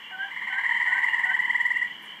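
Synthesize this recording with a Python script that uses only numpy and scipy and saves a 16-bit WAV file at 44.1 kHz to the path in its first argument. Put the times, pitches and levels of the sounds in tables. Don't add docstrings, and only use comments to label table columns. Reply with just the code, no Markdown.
import sys
import numpy as np
from scipy import signal
from scipy.fft import rfft, irfft, next_fast_len
from scipy.io import wavfile
from scipy.ndimage import uniform_filter1d, map_coordinates

SR = 44100
rng = np.random.default_rng(int(sys.argv[2]) if len(sys.argv) > 2 else 0)


def output_pcm(signal):
    pcm = np.clip(np.atleast_2d(signal).T, -1, 1) * 32767
    wavfile.write(sys.argv[1], SR, np.round(pcm).astype(np.int16))


N = 97020


def amp(db):
    return 10 ** (np.asarray(db) / 20)


def wobble(rate_hz, size=N):
    knots = rng.standard_normal(int(size * rate_hz / SR) + 4)
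    return map_coordinates(knots, [np.arange(size) * rate_hz / SR])


def filtered(x, response):
    size = next_fast_len(N + SR // 2)
    return irfft(rfft(x, size) * response(np.fft.rfftfreq(size, 1 / SR)), size)[:N]


def noise(spectrum):
    f, db = np.transpose(spectrum)

    def colour(hz):
        skirts = 1 / (1 + (f[0] / (hz + 1) / 2) ** 8) / (1 + (hz / f[-1] / 2) ** 8)
        return skirts * amp(np.interp(np.log(hz + 1), np.log(f), db))

    x = filtered(rng.standard_normal(N), colour)
    return x / np.sqrt(np.mean(x ** 2) + 1e-20)


def add(track, start_s, sound):
    i = int(round(start_s * SR))
    part = sound[max(-i, 0):max(N - i, 0)]
    track[max(i, 0):][:len(part)] += part


def swell(length_s, rise_s, fall_s):
    t = np.arange(int(length_s * SR)) / SR
    attack = np.sin(np.pi / 2 * np.clip(t / rise_s, 0, 1))
    release = np.sin(np.pi / 2 * np.clip((length_s - t) / fall_s, 0, 1)) ** 2
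    return attack * release


def sine(hz):
    return np.sin(2 * np.pi * np.cumsum(hz) / SR)


def note(shape, hz, sweep_hz_per_s=0, harmonics_db=(0,), jitter_hz=0):
    t = (np.arange(len(shape)) - len(shape) / 2) / SR
    pitch_hz = hz + sweep_hz_per_s * t + jitter_hz * wobble(300, len(t))
    phase = 2 * np.pi * (np.cumsum(pitch_hz) / SR + rng.random())
    return np.sqrt(2) * shape * sum(amp(db) * np.sin(k * phase) for k, db in enumerate(harmonics_db, 1))


def scatter(sound, t60_s, wet_db, direct_db=0):
    t = np.arange(SR // 2) / SR
    envelope = np.exp(-np.log(1000) * t / t60_s) * (1 - np.exp(-t / .0093))
    tail = signal.fftconvolve(sound, rng.standard_normal(len(t)) * envelope)
    out = amp(wet_db) * tail * np.linalg.norm(sound) / np.linalg.norm(tail)
    out[:len(sound)] += amp(direct_db) * sound
    return out


# f/Hz, relative density/dB
RUMBLE_SPECTRUM = [(25, -39.5), (45, -42.5), (58, -25.5), (78, -32.5), (165, -7), (205, -3.5), (260, -9.5),
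                   (310, -8), (380, -11.5), (700, -14.5)]
HISS_SPECTRUM = [(600, 1.5), (2500, -16), (4000, -5), (6000, -22), (7500, -10), (10000, -19.5),
                 (12000, -12.5), (15000, -14.5)]


def background():
    drift_db = np.interp(np.arange(N) / SR, [0, 1.5, 2.2], [-2.5, 1.5, .5])
    hum = np.sqrt(2) * amp(-69 + 1.9 * wobble(2.1)) * sine(209.7 + 3 * wobble(7.8))
    rumble = amp(-59.5 + .58 * wobble(7.7)) * noise(RUMBLE_SPECTRUM)
    return amp(drift_db) * (rumble + hum) + amp(-64) * noise(HISS_SPECTRUM)


def swish(start_s=2.018, t60_s=.35, fall_hz_per_s=93000):
    t = np.arange(SR // 7) / SR
    band = noise([(400, 0), (2000, -1), (4500, -14)])[:len(t)]
    centre_hz = np.maximum(12800 - fall_hz_per_s * t, 9000)
    shape = swell((len(t) + 1) / SR, .012, .02)[:len(t)]
    gain = amp(-56 - 60 * t / t60_s + 4 * wobble(300, len(t)))
    out = np.zeros(N)
    add(out, start_s, gain * shape * band * sine(centre_hz))
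    return out


def thin_tone(pulses, hz=12560, from_s=.87, lag_s=.008, length_s=.022):
    out = np.zeros(N)
    shape = swell(length_s, .0077, .005) ** 3
    for centre_s, db in pulses:
        if centre_s > from_s:
            gain = amp(db - 48.5 + 2 * rng.normal())
            flicker = gain * note(shape, hz + 25 * rng.normal(), jitter_hz=60)
            add(out, centre_s - length_s / 2 + lag_s, flicker)
    return out


# f/Hz, relative density/dB
TRILL_SPECTRUM = [(600, -35.5), (980, -8), (1300, -20), (1580, -13.5), (1780, -7), (1940, -2.5), (2150, -8),
                  (2380, -9), (2560, -29), (3000, -48)]
PEEP_SPECTRUM = [(2550, -27), (2750, -12.5), (2930, 0), (3100, -4), (3300, -8), (3700, -34)]


def chorus():
    trills = amp(-45.5 + 1.5 * wobble(70)) * noise(TRILL_SPECTRUM)
    whistles = amp(-47.5 + 1.3 * wobble(13.22)) * noise(PEEP_SPECTRUM)
    return trills + whistles


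# centre t/s, length/s, level/dB, f/Hz
PEEPS = [(0.084, 0.12, -43.5, 2844), (0.228, .1, -44.5, 3096), (0.523, 0.074, -44, 3040),
         (0.75, .1, -41, 3084), (1.116, 0.087, -38, 2860), (1.315, 0.13, -43, 3014),
         (1.48, 0.12, -42, 3082), (1.78, .1, -42.5, 2817), (1.98, 0.087, -45, 3044),
         (2.134, 0.13, -47, 3120)]


def peeping_frogs():
    voice = np.zeros(N)
    for centre_s, length_s, db, hz in PEEPS:
        shape = swell(length_s, .027, .033)
        gain = amp(db + .92 * wobble(81, len(shape)))
        peep = gain * note(shape, hz, sweep_hz_per_s=2016, jitter_hz=25)
        add(voice, centre_s - length_s / 2, scatter(peep, t60_s=.2, wet_db=-7, direct_db=-3.5))
    return voice


# start t/s, length/s, level/dB, reference f/Hz, throat level/dB
WHOOPS = [(0.112, 0.15, -31.5, 1623, -49), (0.244, 0.034, -41, 1664, -46), (0.493, 0.12, -29, 1631, -49),
          (0.871, .127, -33, 1596, -49), (1.243, 0.093, -32, 1590, -47)]
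# fraction of length, ratio to reference f, relative level/dB
SCOOP = [(0, 0.975, -12), (0.249, .922, -6.5), (0.451, .935, -9.5), (.7, 0.97, 1.5), (0.881, 0.995, -0.5),
         (1.001, 1.076, -11.5)]


def whooping_frog(throat_ratio=.472):
    voice = np.zeros(N)
    fraction, ratio, scoop_db = np.transpose(SCOOP)
    for start_s, length_s, db, hz, throat_db in WHOOPS:
        shape = swell(length_s, .011, .0057)
        progress = np.linspace(0, 1, len(shape))
        pitch_hz = hz * np.interp(progress, fraction, ratio) + 10 * wobble(150, len(shape))
        gain = amp(db + np.interp(progress, fraction, scoop_db) + 1.8 * wobble(113, len(shape)))
        upper = np.sqrt(2) * shape * gain * sine(pitch_hz)
        throat_shape = swell(length_s, .0027, .011)
        throat = amp(throat_db) * note(throat_shape, throat_ratio * hz, 180, jitter_hz=12.7)
        add(voice, start_s, scatter(upper + throat, t60_s=.26, wet_db=-9))
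    return voice


# t/s, level/dB
HIGHER_LEVELS = [(.32, -32.5), (.37, -29.5), (.43, -28), (.6, -24.5), (1.05, -26.5), (1.19, -32)]
DEEPER_LEVELS = [(.48, -31.5), (.7, -28.5), (1.2, -24.5), (1.38, -27), (1.6, -29.5), (1.7, -39)]
HIGHER_HARMONICS_DB = [-12.5, 1, -21, -33.5]
DEEPER_HARMONICS_DB = [-8, -2, -20, -36]
# f/Hz, relative density/dB
RASP_SPECTRUM = [(3300, -12.5), (4500, -8), (5800, -15), (7000, -9), (7600, -0.5), (8500, -14.5),
                 (10400, -13.5), (11500, -17), (15000, -24)]


def farther_frog(levels, harmonics_db, start_s, period_s, count, hz, sweep_hz_per_s):
    voice = np.zeros(N)
    shape = swell(.022, .007, .007)
    for centre_s in start_s + period_s * np.arange(count):
        gain = amp(np.interp(centre_s, *np.transpose(levels)))
        pulse = gain * note(shape, hz, sweep_hz_per_s, harmonics_db)
        add(voice, centre_s - len(shape) / SR / 2, scatter(pulse, t60_s=.2, wet_db=-3, direct_db=-3.5))
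    envelope = np.sqrt(np.abs(uniform_filter1d(voice ** 2, size=500)))
    rasp = amp(-34.5) * noise(RASP_SPECTRUM)
    blur = amp(-12.5) * noise(TRILL_SPECTRUM)
    return voice + envelope * (rasp + blur)


# centre t/s, level/dB
NEAR_PULSES = [(0.594, -34), (.664, -23), (.718, -22.5), (0.772, -21), (.825, -20.5), (0.879, -20.5),
               (.932, -20), (0.988, -21), (1.04, -17.5), (1.092, -23.5), (1.141, -21), (1.192, -22.5),
               (1.243, -19), (1.298, -21), (1.348, -21), (1.399, -20), (1.451, -22), (1.504, -19.5),
               (1.557, -20.5), (1.61, -19.8), (1.661, -19), (1.714, -20), (1.767, -20.5), (1.825, -21)]
NEAR_HARMONICS_DB = [-22.5, -0.5, -40, -53, -52.5, -59, -50, -51, -53]
# delay/s, relative level/dB
WALL_ECHOES = [(.0235, -9.5), (.042, -13), (.083, -15)]


def near_frog(pulse_s=.022, end_hz=974.7, drift_hz_per_s=15.6, sweep_hz_per_s=5720, rasp_tail_s=.015):
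    voice, effort = np.zeros((2, N))
    shape = swell(pulse_s, .0077, .005)
    end_s = NEAR_PULSES[-1][0]

    def pulse(centre_s, db):
        hz = end_hz * (1 + .0058 * rng.normal()) + drift_hz_per_s * (centre_s - end_s)
        gain = amp(db + .8 * wobble(220, len(shape)))
        return gain * note(shape, hz, sweep_hz_per_s, NEAR_HARMONICS_DB, jitter_hz=5)

    for centre_s, db in NEAR_PULSES:
        start_s = centre_s - pulse_s / 2
        add(voice, start_s, scatter(pulse(centre_s, db), t60_s=.18, wet_db=-21))
        for delay_s, echo_db in WALL_ECHOES:
            echo = scatter(pulse(centre_s, db + echo_db), t60_s=.08, wet_db=-5, direct_db=-2)
            add(voice, start_s + delay_s, echo)
        add(effort, start_s, amp(db) * shape)
    pole = np.exp(-1 / (rasp_tail_s * SR))
    lingering = np.sqrt(signal.lfilter([1 - pole], [1, -pole], effort ** 2))
    blur = amp(-37) * noise(RASP_SPECTRUM) + amp(-30) * noise(TRILL_SPECTRUM)
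    rasp = amp(-41) * effort * noise(RASP_SPECTRUM)
    return voice + rasp + lingering * blur


def scene():
    higher = farther_frog(HIGHER_LEVELS, HIGHER_HARMONICS_DB, start_s=.316, period_s=.0544, count=17,
                          hz=999.5, sweep_hz_per_s=11700)
    deeper = farther_frog(DEEPER_LEVELS, DEEPER_HARMONICS_DB, start_s=.48, period_s=.0558, count=23,
                          hz=964.6, sweep_hz_per_s=12650)
    calls = near_frog() + higher + deeper + whooping_frog() + peeping_frogs()
    return (calls + chorus() + background() + swish() + thin_tone(NEAR_PULSES))[None]


def record(dry):
    dip_hz, dip_width_hz, dip_db, cutoff_hz = 2520, 70, -11, 15300

    def response(hz):
        dip = amp(dip_db * np.exp(-((hz - dip_hz) / dip_width_hz) ** 2))
        return dip * (hz < cutoff_hz)

    return filtered(dry[0], response)[None]


dry = scene()
out = record(dry)
output_pcm(out)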